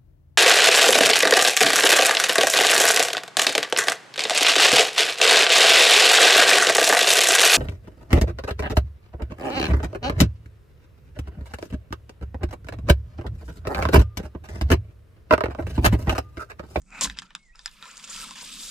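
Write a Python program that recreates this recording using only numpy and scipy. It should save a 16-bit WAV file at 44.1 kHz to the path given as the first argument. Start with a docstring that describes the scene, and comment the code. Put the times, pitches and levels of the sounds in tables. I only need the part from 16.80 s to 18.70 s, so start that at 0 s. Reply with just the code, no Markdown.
"""Low room rumble first, then faint snaps and a fingernail's scrape swelling at the corner of a thin plastic film
on a large screen in a wood-lined room. Slip-gated noise rips the film loose; low panel modes jolt. Rung noise
bursts make single snaps; dense noise grains through sheet resonances make a crackling peel, over a noise-band
panel hum. A faint gliding sine whistles, perhaps a bird outside."""
import sys
import numpy as np
from scipy import signal
from scipy.fft import rfft, irfft, next_fast_len
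from scipy.io import wavfile

SR = 44100
rng = np.random.default_rng(int(sys.argv[2]) if len(sys.argv) > 2 else 0)


def persist_wave(psi):
    """Save psi, clipped to +-1, as 16-bit WAV."""
    counts = np.round(np.clip(psi, -1, 1) * 32767).astype(np.int16)
    wavfile.write(sys.argv[1], SR, np.atleast_2d(counts).T)


N = 83790

# Still air of the room: (frequency [Hz], density [dB per Hz, relative])
AIR_SPECTRUM = [(130, 2), (800, -4.5), (3000, -12), (9000, -22)]
AIR_DB = -77
# Room rumble: (frequency [Hz], density [dB per Hz, relative])
RUMBLE_SPECTRUM = [(15, 5), (27, 2.5), (34, 9), (61, -18.5), (76, -39), (130, -57), (170, -45), (290, -120)]
# Room rumble: (time [s], level [dB])
RUMBLE_LEVEL = [(0.0, -45.5), (0.168, -62), (0.226, -53), (0.364, -65), (0.634, -59), (0.752, -50),
                (0.92, -53), (1.02, -66.5), (1.27, -64), (1.375, -55.5), (1.602, -61.5), (1.9, -56.5)]

# Whistle gliding down: (time [s], pitch [Hz], level [dB])
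WHISTLE_GLIDE = [(0.575, 2180, -87), (0.585, 2172, -69), (0.638, 2190, -65), (0.652, 2095, -68.5),
                 (0.696, 1894, -62.5), (0.716, 1907, -62), (0.73, 1936, -67)]
# Rougher, rising tail of the whistle: (time [s], pitch [Hz], level [dB])
WHISTLE_TAIL = [(.72, 2150, -72), (.73, 2487, -72), (.745, 2660, -72), (.76, 2710, -81)]
WHISTLE_T60_S, WHISTLE_WALL_CUT_HZ, WHISTLE_ROOM_DB = 0.5, 7700, -15.5

# Panel shakes: (start [s], frequency [Hz], level [dB], t60 [s])
PANEL_JOLTS = [(0.223, 281.2, -34, 0.21), (.232, 171, -26.5, 0.12), (0.262, 52, -29.5, 0.29)]
JOLT_RISE_S = 0.012
# Panel hum: (time [s], centre pitch [Hz], level [dB])
PANEL_HUM = [(0.0, 155.7, -64), (0.184, 226.2, -56.5), (0.254, 191.3, -39), (0.332, 153.8, -55),
             (0.432, 195, -54), (0.502, 197.3, -73.5), (0.56, 187.9, -59), (0.644, 160.8, -74),
             (0.956, 182.1, -70), (1.026, 195.5, -58.5), (1.094, 198.2, -70.5), (1.418, 205.8, -52.5),
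             (1.576, 214, -59), (1.782, 235.2, -55), (1.9, 218.5, -63.5)]
HUM_POLE_HZ = 60

# Nail dragging at the corner: (time [s], level [dB])
DRAG_LEVEL = [(0.062, -71.5), (0.112, -56.5), (0.118, -50), (0.143, -41.5), (0.203, -44), (0.21, -39)]
# Scrape of the nail: (frequency [Hz], density [dB per Hz, relative])
DRAG_SPECTRUM = [(240, -47), (400, -12.5), (445, -22), (746, -5), (1190, -12), (1280, 3), (1810, -10.5),
                 (2590, 3.5), (3080, -27), (3910, -20), (6050, -25.5), (7390, -14.5), (9500, -59)]

# Rip: (time [s], treble level [dB], mids level [dB])
RIP_LEVELS = [(0.2101, -25, -36), (0.221, -28.5, -29.5), (0.24, -23, -40.5), (0.248, -28, -36.5),
              (0.257, -30.5, -30.5), (0.263, -39, -39.5), (0.274, -51, -47)]
# Rip: (frequency [Hz], density [dB per Hz, relative])
RIP_SPECTRUM = [(240, -64), (400, -20), (562, -11.5), (839, -23), (1060, -0.5), (1230, -17), (2750, -10.5),
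                (3810, -2.5), (5780, 2), (7060, 6.5), (16000, -22.5)]
SLIPS_PER_S, SLIP_DEPTH, SLIP_DECAY_S, SLIP_SCATTER_DB = 290, 0.85, 0.0016, 0.5  # rate is a centre value

# Snaps: (time [s], dry peak [dB], own pitch [Hz], weights of mids, upper mids, treble [dB])
SNAPS = [(0.018, -45.5, 7260, -11, -59, -6), (0.105, -45, 6900, -20, -13, 9),
         (0.161, -46, 2630, 5, -13, -25), (0.179, -40, 3820, -6, 8, 10), (0.2101, -9, 7060, -26, -12, 9),
         (0.2443, -10, 4000, -32, -17, -16), (0.2728, -27, 1690, 7, 5, -19),
         (0.2986, -20.5, 1920, -3, 0, -48), (0.325, -41.5, 1800, -16, -9, -21),
         (0.3718, -34, 2540, 4, 3, -43), (0.3877, -15.5, 5030, -42, 10, -28),
         (0.4200, -32, 1710, 3, 3, -30), (0.5059, -39, 2970, 12, -4, -41),
         (0.5510, -18, 3620, -10.5, -7.5, -17.5), (0.7565, -39, 5320, -18, -11.5, -13),
         (0.7923, -32.5, 4920, -6.5, -11, -39), (0.859, -14.5, 5040, -13, -6, -15),
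         (0.878, -30.5, 3500, 2, -5, -57), (0.9133, -43, 4820, -27, -13, -8),
         (1.0259, -27.5, 1330, -1, 2, -51), (1.0550, -34, 1030, -1.5, -9, -35),
         (1.113, -36, 7000, -15, -24, -5), (1.17, -31, 8000, -29, -31, 0), (1.178, -27, 7700, -30, -25, 0),
         (1.193, -38, 4960, -15, -5, -5), (1.197, -32, 3500, -7, -5, -13), (1.242, -29, 3600, -30, -8, -29),
         (1.248, -29.5, 7300, -25, -22, 0), (1.2762, -30, 6600, -10, 1, -11),
         (1.5092, -25.5, 1080, -17, 1, -13), (1.5569, -32.5, 2955, 6, -17, -10),
         (1.586, -30, 4880, 11, -43, 0)]
# Frequencies at which the three snap weights apply: [Hz]
SNAP_WEIGHT_HZ = [1500, 4000, 8000]
# Short modes of the sheet: (frequency [Hz], relative level [dB], t60 [s])
SNAP_MODES = [(1026, -7.5, 0.042), (1550, -18.5, 0.041), (1800, 0, 0.022), (2525, -2, 0.017),
              (3500, 1, 0.0044), (3870, 1.5, 0.0093), (5280, 15, 0.0023), (6970, 15.5, 0.0058),
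              (8100, -6, 0.0074), (11300, -18, 0.0023)]
SNAP_LOW_CUT_HZ, SNAP_HIGH_CUT_HZ, MODE_SCATTER_DB = 880, 9700, -0.5  # scatter is symmetric
SNAP_RISE_S, BURST_DECAY_S, TAIL_DECAY_S, TAIL_DB = 0.00025, 0.0008, 0.0066, -19.5
CLICK_DB = 9  # sharp front of a snap, over its noise
PITCH_DB, PITCH_T60_CYCLES = -3, 32

# Peel rustle: (time [s], levels below 3 kHz, 3-6 kHz, 6-10 kHz, above 10 kHz [dB]), in consecutive lists
PEEL_LEVELS = [
    [(0.0, -103, -110, -74, -108), (0.132, -60.5, -112, -66.5, -80), (0.188, -52, -49, -56.5, -61),
     (0.26, -52, -54, -47, -68), (0.304, -59, -53, -58, -62)],
    [(0.362, -61, -65, -82, -85), (0.374, -50, -54, -66, -85), (0.398, -49, -42, -45, -78),
     (0.405, -77, -79, -72, -86), (0.424, -57, -62, -62, -78), (0.467, -61.5, -64, -75, -86),
     (0.476, -68, -78, -75, -90)],
    [(0.51, -62, -70.5, -81, -98), (0.592, -79, -68, -70, -99), (0.742, -82, -86, -77.5, -100)],
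    [(0.752, -56, -77, -72, -95), (0.81, -68, -64, -60.5, -93), (0.848, -63, -61, -66.5, -71),
     (0.934, -62.5, -62, -70.5, -64.5), (1.0, -59, -58, -72, -71)],
    [(1.01, -54.5, -58, -65, -66), (1.064, -51.5, -53.5, -58.5, -63), (1.215, -53.5, -58.5, -55.5, -66),
     (1.243, -54, -50, -46.5, -61), (1.256, -55, -54, -56, -65), (1.293, -49, -48, -54.5, -63),
     (1.298, -48.5, -50.5, -41, -63), (1.342, -48, -44.5, -44, -51.5), (1.443, -47.5, -43, -46.5, -49)],
    [(1.452, -48.5, -47.5, -50.5, -57), (1.522, -52, -50.5, -52.5, -57), (1.548, -60, -55, -60, -62),
     (1.56, -49.5, -48.5, -50.5, -60), (1.652, -50, -44.5, -50, -56), (1.792, -54.5, -46.5, -49.5, -50.5),
     (1.9, -51, -45.5, -42.5, -47)],
]
# Film: (frequency [Hz], density [dB per Hz, relative])
FILM_SPECTRUM = [(300, -25.5), (514, -2), (754, -12.5), (1040, 1), (1500, 2.5), (1950, -1), (2400, 2),
                 (3900, -2), (4350, -6), (4820, -3), (5940, -8.5), (7670, -10), (12200, -23.5),
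                 (16000, -29)]
# Resonances of the sheet: (frequency [Hz], width [Hz], relative level [dB])
SHEET_RINGS = [(998, 120, 3.5), (1330, 62.7, 7.5), (2661, 370, 5.5), (3555, 190, 2.5), (4880, 180, -1.5),
               (6900, 400, 0), (8190, 880, 4.5)]
RINGS_DB, RING_WANDER, RING_WANDER_POLE_HZ = -3, 0.02, 2.5  # wander: rms fraction of pitch
GRAINS_PER_S, GRAIN_SPREAD_DB, CLUMP_DB = 6000, 2.0, 0.36
SMOOTH_SHARE = 0.87  # share of the drive power that is smooth hiss
PATCHY_DB = 2
TICKS_PER_S, TICK_DB, TICK_T60_CYCLES = 280, -14, 3.4

ROOM_T60_S, WALL_CUT_HZ, ROOM_DB = 0.098, 1950, -9.5
# Stereo width: (frequency [Hz], left-right likeness [0 to 1])
LIKENESS = [(60, 0.92), (130, 0.8), (290, 0.9), (640, 0.78), (1410, 0.91), (3100, 0.78), (6820, 0.65),
            (15000, 0.44)]
# Left microphone: (frequency [Hz], gain [dB])
LEFT_GAIN = [(100, -1.3), (1000, -0.7), (8000, 0.5), (14000, -5)]
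LEFT_LAG_SAMPLES, TOP_STOP_HZ = 1, 16300


def from_db(db):
    """Amplitude ratio of a level in dB."""
    return 10 ** (np.asarray(db) / 20)


def rms_one(x):
    """Scale to rms 1."""
    return x / np.sqrt(np.mean(x ** 2) + 1e-20)


def bins_hz():
    """FFT bin frequencies, kept above zero for the log axis."""
    return np.maximum(np.fft.rfftfreq(N, 1 / SR), 1)


def in_time(rows):
    """Interpolate every column over the samples."""
    time_s, *columns = np.transpose(rows)
    return [np.interp(np.arange(N) / SR, time_s, column) for column in columns]


def fenced(rows, lead_s, trail_s):
    """Curve columns; the last, a level, fades to -99 dB before and after."""
    first, last = rows[0], rows[-1]
    before = (first[0] - lead_s, *first[1:-1], -99)
    after = (last[0] + trail_s, *last[1:-1], -99)
    return in_time([before, *rows, after])


def at_hz(points, hz):
    """Interpolate a (Hz, value) table on a log frequency axis."""
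    point_hz, values = np.transpose(points)
    return np.interp(np.log(hz), np.log(point_hz), values)


def white_pair():
    """Two independent channels of white noise."""
    return rng.standard_normal((2, N))


def drift(pole_hz):
    """Slow random curve, rms 1: noise through two equal poles."""
    r = np.exp(-2 * np.pi * pole_hz / SR)
    noise = rng.standard_normal(N + SR)
    return rms_one(signal.lfilter([1], [1, -2 * r, r * r], noise)[SR:])


def ring(x, hz, t60_s):
    """Two-pole resonator: a unit click starts a decaying sine of height 1."""
    r = from_db(-60 / (t60_s * SR))
    w = 2 * np.pi * hz / SR
    return signal.lfilter([0, np.sin(w)], [1, -2 * r * np.cos(w), r * r], x + 1e-18)


def coloured(x, spectrum):
    """Give white noise a spectrum, silent outside it; rms 1."""
    hz = bins_hz()
    inside = (hz > spectrum[0][0]) & (hz < spectrum[-1][0])
    return rms_one(irfft(rfft(x) * from_db(at_hz(spectrum, hz)) * inside, N))


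def spread(mid, side):
    """Mix mid and side so that left-right likeness follows its table."""
    alike = np.clip(at_hz(LIKENESS, bins_hz()), 0, 1)
    common = rfft(mid) * np.sqrt((1 + alike) / 2)
    opposed = rfft(side) * np.sqrt((1 - alike) / 2)
    return irfft(common + opposed * [[1], [-1]], N)


def split(x, edges_hz):
    """Bands that add up to the whole."""
    lows = [signal.sosfiltfilt(signal.butter(3, hz, fs=SR, output="sos"), x) for hz in edges_hz]
    return np.diff([0 * x, *lows, x], axis=0)


def room(x, t60_s, wall_cut_hz):
    """Reverberation: eight feedback delays a side, duller on every round."""
    size = next_fast_len(N + SR)
    z = np.exp(-2j * np.pi * np.fft.rfftfreq(size))  # one-sample delay
    dull = np.exp(-2 * np.pi * wall_cut_hz / SR)
    response = np.zeros((2, len(z)), complex)
    lags = (rng.uniform(0.003, 0.018, 16) * SR).astype(int)
    for k, lag in enumerate(lags):
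        wall = (1 - dull) / (1 - dull * z)
        loop = from_db(-60 * lag / SR / t60_s) * wall * z ** lag
        response[k % 2] += loop / (1 - loop) * (-1) ** (k // 2)
    return irfft(response * rfft(x, size), size)[:, :N]


def air():
    """Still air of the room: steady noise, falling with frequency."""
    return from_db(AIR_DB) * spread(*coloured(white_pair(), AIR_SPECTRUM))


def rumble():
    """Room rumble: low noise of changing level."""
    level_db, = in_time(RUMBLE_LEVEL)
    return from_db(level_db) * spread(*coloured(white_pair(), RUMBLE_SPECTRUM))


def whistle():
    """A thin sine glides down, then a rougher one rises."""
    out = np.zeros(N)
    for rows, rough_db in (WHISTLE_GLIDE, 2.2), (WHISTLE_TAIL, 4.0):
        hz, level_db = fenced(rows, 0.014, 0.01)
        tone = np.sqrt(2) * np.sin(2 * np.pi * np.cumsum(hz) / SR)
        out += from_db(level_db + rough_db * drift(58.5)) * tone
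    return out


def jolt():
    """The big panel shakes in a few decaying low modes, shortly after the rip starts."""
    out = np.zeros(N)
    for start_s, hz, level_db, t60_s in PANEL_JOLTS:
        age_s = np.maximum(np.arange(N) / SR - start_s, 0)
        envelope = (1 - np.exp(-age_s / JOLT_RISE_S)) * from_db(-60 * age_s / t60_s)
        out += from_db(level_db) * envelope * np.sin(2 * np.pi * hz * age_s)
    return out


def hum():
    """Panel hum: slow noise modulates sine and cosine into a narrow band at a wandering pitch."""
    hz, level_db = in_time(PANEL_HUM)
    phase = 2 * np.pi * np.cumsum(hz) / SR
    pair = [drift(HUM_POLE_HZ) * np.sin(phase) + drift(HUM_POLE_HZ) * np.cos(phase) for _ in range(2)]
    return from_db(level_db) * spread(*pair)


def drag():
    """Nail on the corner: a scrape of flickering noise that swells up to the rip."""
    level_db, = fenced(DRAG_LEVEL, 0.0065, 0.004)
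    flicker_db = 1.4 * drift(63)
    scrape = spread(*coloured(white_pair(), DRAG_SPECTRUM))
    return from_db(level_db + flicker_db) * scrape


def rip():
    """The corner tears in uneven slips: short bright spurts over steadier tearing in the mids."""
    slip_count = np.cumsum(SLIPS_PER_S * from_db(1.8 * drift(60))) / SR
    strength = from_db(SLIP_SCATTER_DB * rng.standard_normal(N))[slip_count.astype(int)]
    decay = np.exp(-(slip_count % 1) / SLIPS_PER_S / SLIP_DECAY_S)
    gate = 1 - SLIP_DEPTH + SLIP_DEPTH * strength * decay
    mids, treble = split(coloured(white_pair(), RIP_SPECTRUM), [3000])
    before = (RIP_LEVELS[0][0] - 0.001, -99, -99)
    after = (RIP_LEVELS[-1][0] + 0.01, -99, -99)
    treble_db, mids_db = in_time([before, *RIP_LEVELS, after])
    spurts = from_db(treble_db) * rms_one(treble * gate)
    tearing = from_db(mids_db) * rms_one(mids * np.sqrt(gate))
    return spread(*(spurts + tearing))


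def snaps():
    """A click and brief noise with a ragged tail ring each snap's own pitch and the sheet's short modes."""
    out = np.zeros(N + SR)
    t = np.arange(int(0.04 * SR)) / SR
    decay = np.exp(-t / BURST_DECAY_S) + from_db(TAIL_DB) * np.exp(-t / TAIL_DECAY_S)
    shape = (1 - np.exp(-(t / SNAP_RISE_S) ** 2)) * decay
    low_cut = signal.butter(8, SNAP_LOW_CUT_HZ, "high", fs=SR, output="sos")
    high_cut = signal.butter(2, SNAP_HIGH_CUT_HZ, fs=SR, output="sos")
    for start_s, peak_db, own_hz, *weights_db in SNAPS:
        weights = list(zip(SNAP_WEIGHT_HZ, weights_db))
        scatter_db = MODE_SCATTER_DB * rng.standard_normal(20)  # one per mode, rest spare
        burst = rng.standard_normal(len(t)) * shape
        burst[0] += from_db(CLICK_DB)
        sheet = np.zeros(len(t))
        for (hz, mode_db, t60_s), change_db in zip(SNAP_MODES, scatter_db):
            level_db = mode_db + change_db + at_hz(weights, hz)
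            sheet += from_db(level_db) * rms_one(ring(burst, hz, t60_s))
        own_pitch = rms_one(ring(burst, own_hz, PITCH_T60_CYCLES / own_hz))
        sound = rms_one(sheet) + from_db(PITCH_DB) * own_pitch
        sound = signal.sosfilt(np.vstack([low_cut, high_cut]), sound)
        out[int(start_s * SR):][:len(t)] += from_db(peak_db) * sound / np.abs(sound).max()
    return out[:N]


def wandering(x, hz):
    """Slide a narrow band in pitch as the free part of the sheet changes shape."""
    offset_hz = RING_WANDER * hz * drift(RING_WANDER_POLE_HZ)
    phase = 2 * np.pi * np.cumsum(offset_hz) / SR
    return np.real(signal.hilbert(x) * np.exp(1j * phase))


def peel():
    """Glue lets go in grains, pitched ticks and smooth hiss that ring the sheet in shifting patches."""
    clump = rms_one(from_db(CLUMP_DB * (drift(10.5) + drift(64))))
    heights = from_db(GRAIN_SPREAD_DB * np.minimum(rng.exponential(1, (2, N)), 4))
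    heights = heights * rng.choice([-1, 1], (2, N))
    luck = rng.random((2, N))
    pitch_index = rng.integers(0, 14, N)
    grains = rms_one(heights * (luck < GRAINS_PER_S / SR))
    drive = np.sqrt(SMOOTH_SHARE) * white_pair() + np.sqrt(1 - SMOOTH_SHARE) * grains

    tick_clicks = heights * (luck[0] < TICKS_PER_S * clump / SR)
    ticks = np.zeros((2, N))
    for k, hz in enumerate(np.geomspace(1000, 11000, 14)):
        ticks += np.sqrt(hz) * ring(tick_clicks * (pitch_index == k), hz, TICK_T60_CYCLES / hz)
    drive = coloured(drive + from_db(TICK_DB) * rms_one(ticks), FILM_SPECTRUM)

    rung = np.zeros((2, N))
    for hz, width_hz, level_db in SHEET_RINGS:
        gain = from_db(level_db + 4.0 * drift(5))
        band = rms_one(ring(drive, hz, 2.2 / width_hz))  # 2.2 / width = t60
        rung += gain * wandering(band, hz)
    sheet = spread(*(clump * (drive + from_db(RINGS_DB) * rms_one(rung))))

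    patches = split(sheet, [900, 1500, 2200, 3000, 4200, 6000, 8000, 11000])
    sheet = sum(from_db(PATCHY_DB * drift(15)) * band for band in patches)
    levels_db = in_time(np.concatenate(PEEL_LEVELS))
    parts = split(sheet, [3000, 6000, 10000])
    return sum(from_db(db) * rms_one(part) for db, part in zip(levels_db, parts))


def scene():
    """Sum the layers; snaps and whistle also get reverberation."""
    near, far = snaps(), whistle()
    far = far + from_db(WHISTLE_ROOM_DB) * room(far, WHISTLE_T60_S, WHISTLE_WALL_CUT_HZ)
    background = rumble() + air() + far
    near = near + from_db(ROOM_DB) * room(near, ROOM_T60_S, WALL_CUT_HZ)
    return background + near + jolt() + drag() + peel() + hum() + rip()


def record(dry):
    """The left microphone is a little duller and later; the top is cut on both."""
    hz = bins_hz()
    lag = np.exp(-2j * np.pi * hz * LEFT_LAG_SAMPLES / SR)
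    left = irfft(rfft(dry[0]) * from_db(at_hz(LEFT_GAIN, hz)) * lag, N)
    top_cut = signal.cheby2(14, 80, TOP_STOP_HZ, fs=SR, output="sos")
    return signal.sosfilt(top_cut, [left, dry[1]])


dry = scene()
out = record(dry)
persist_wave(out)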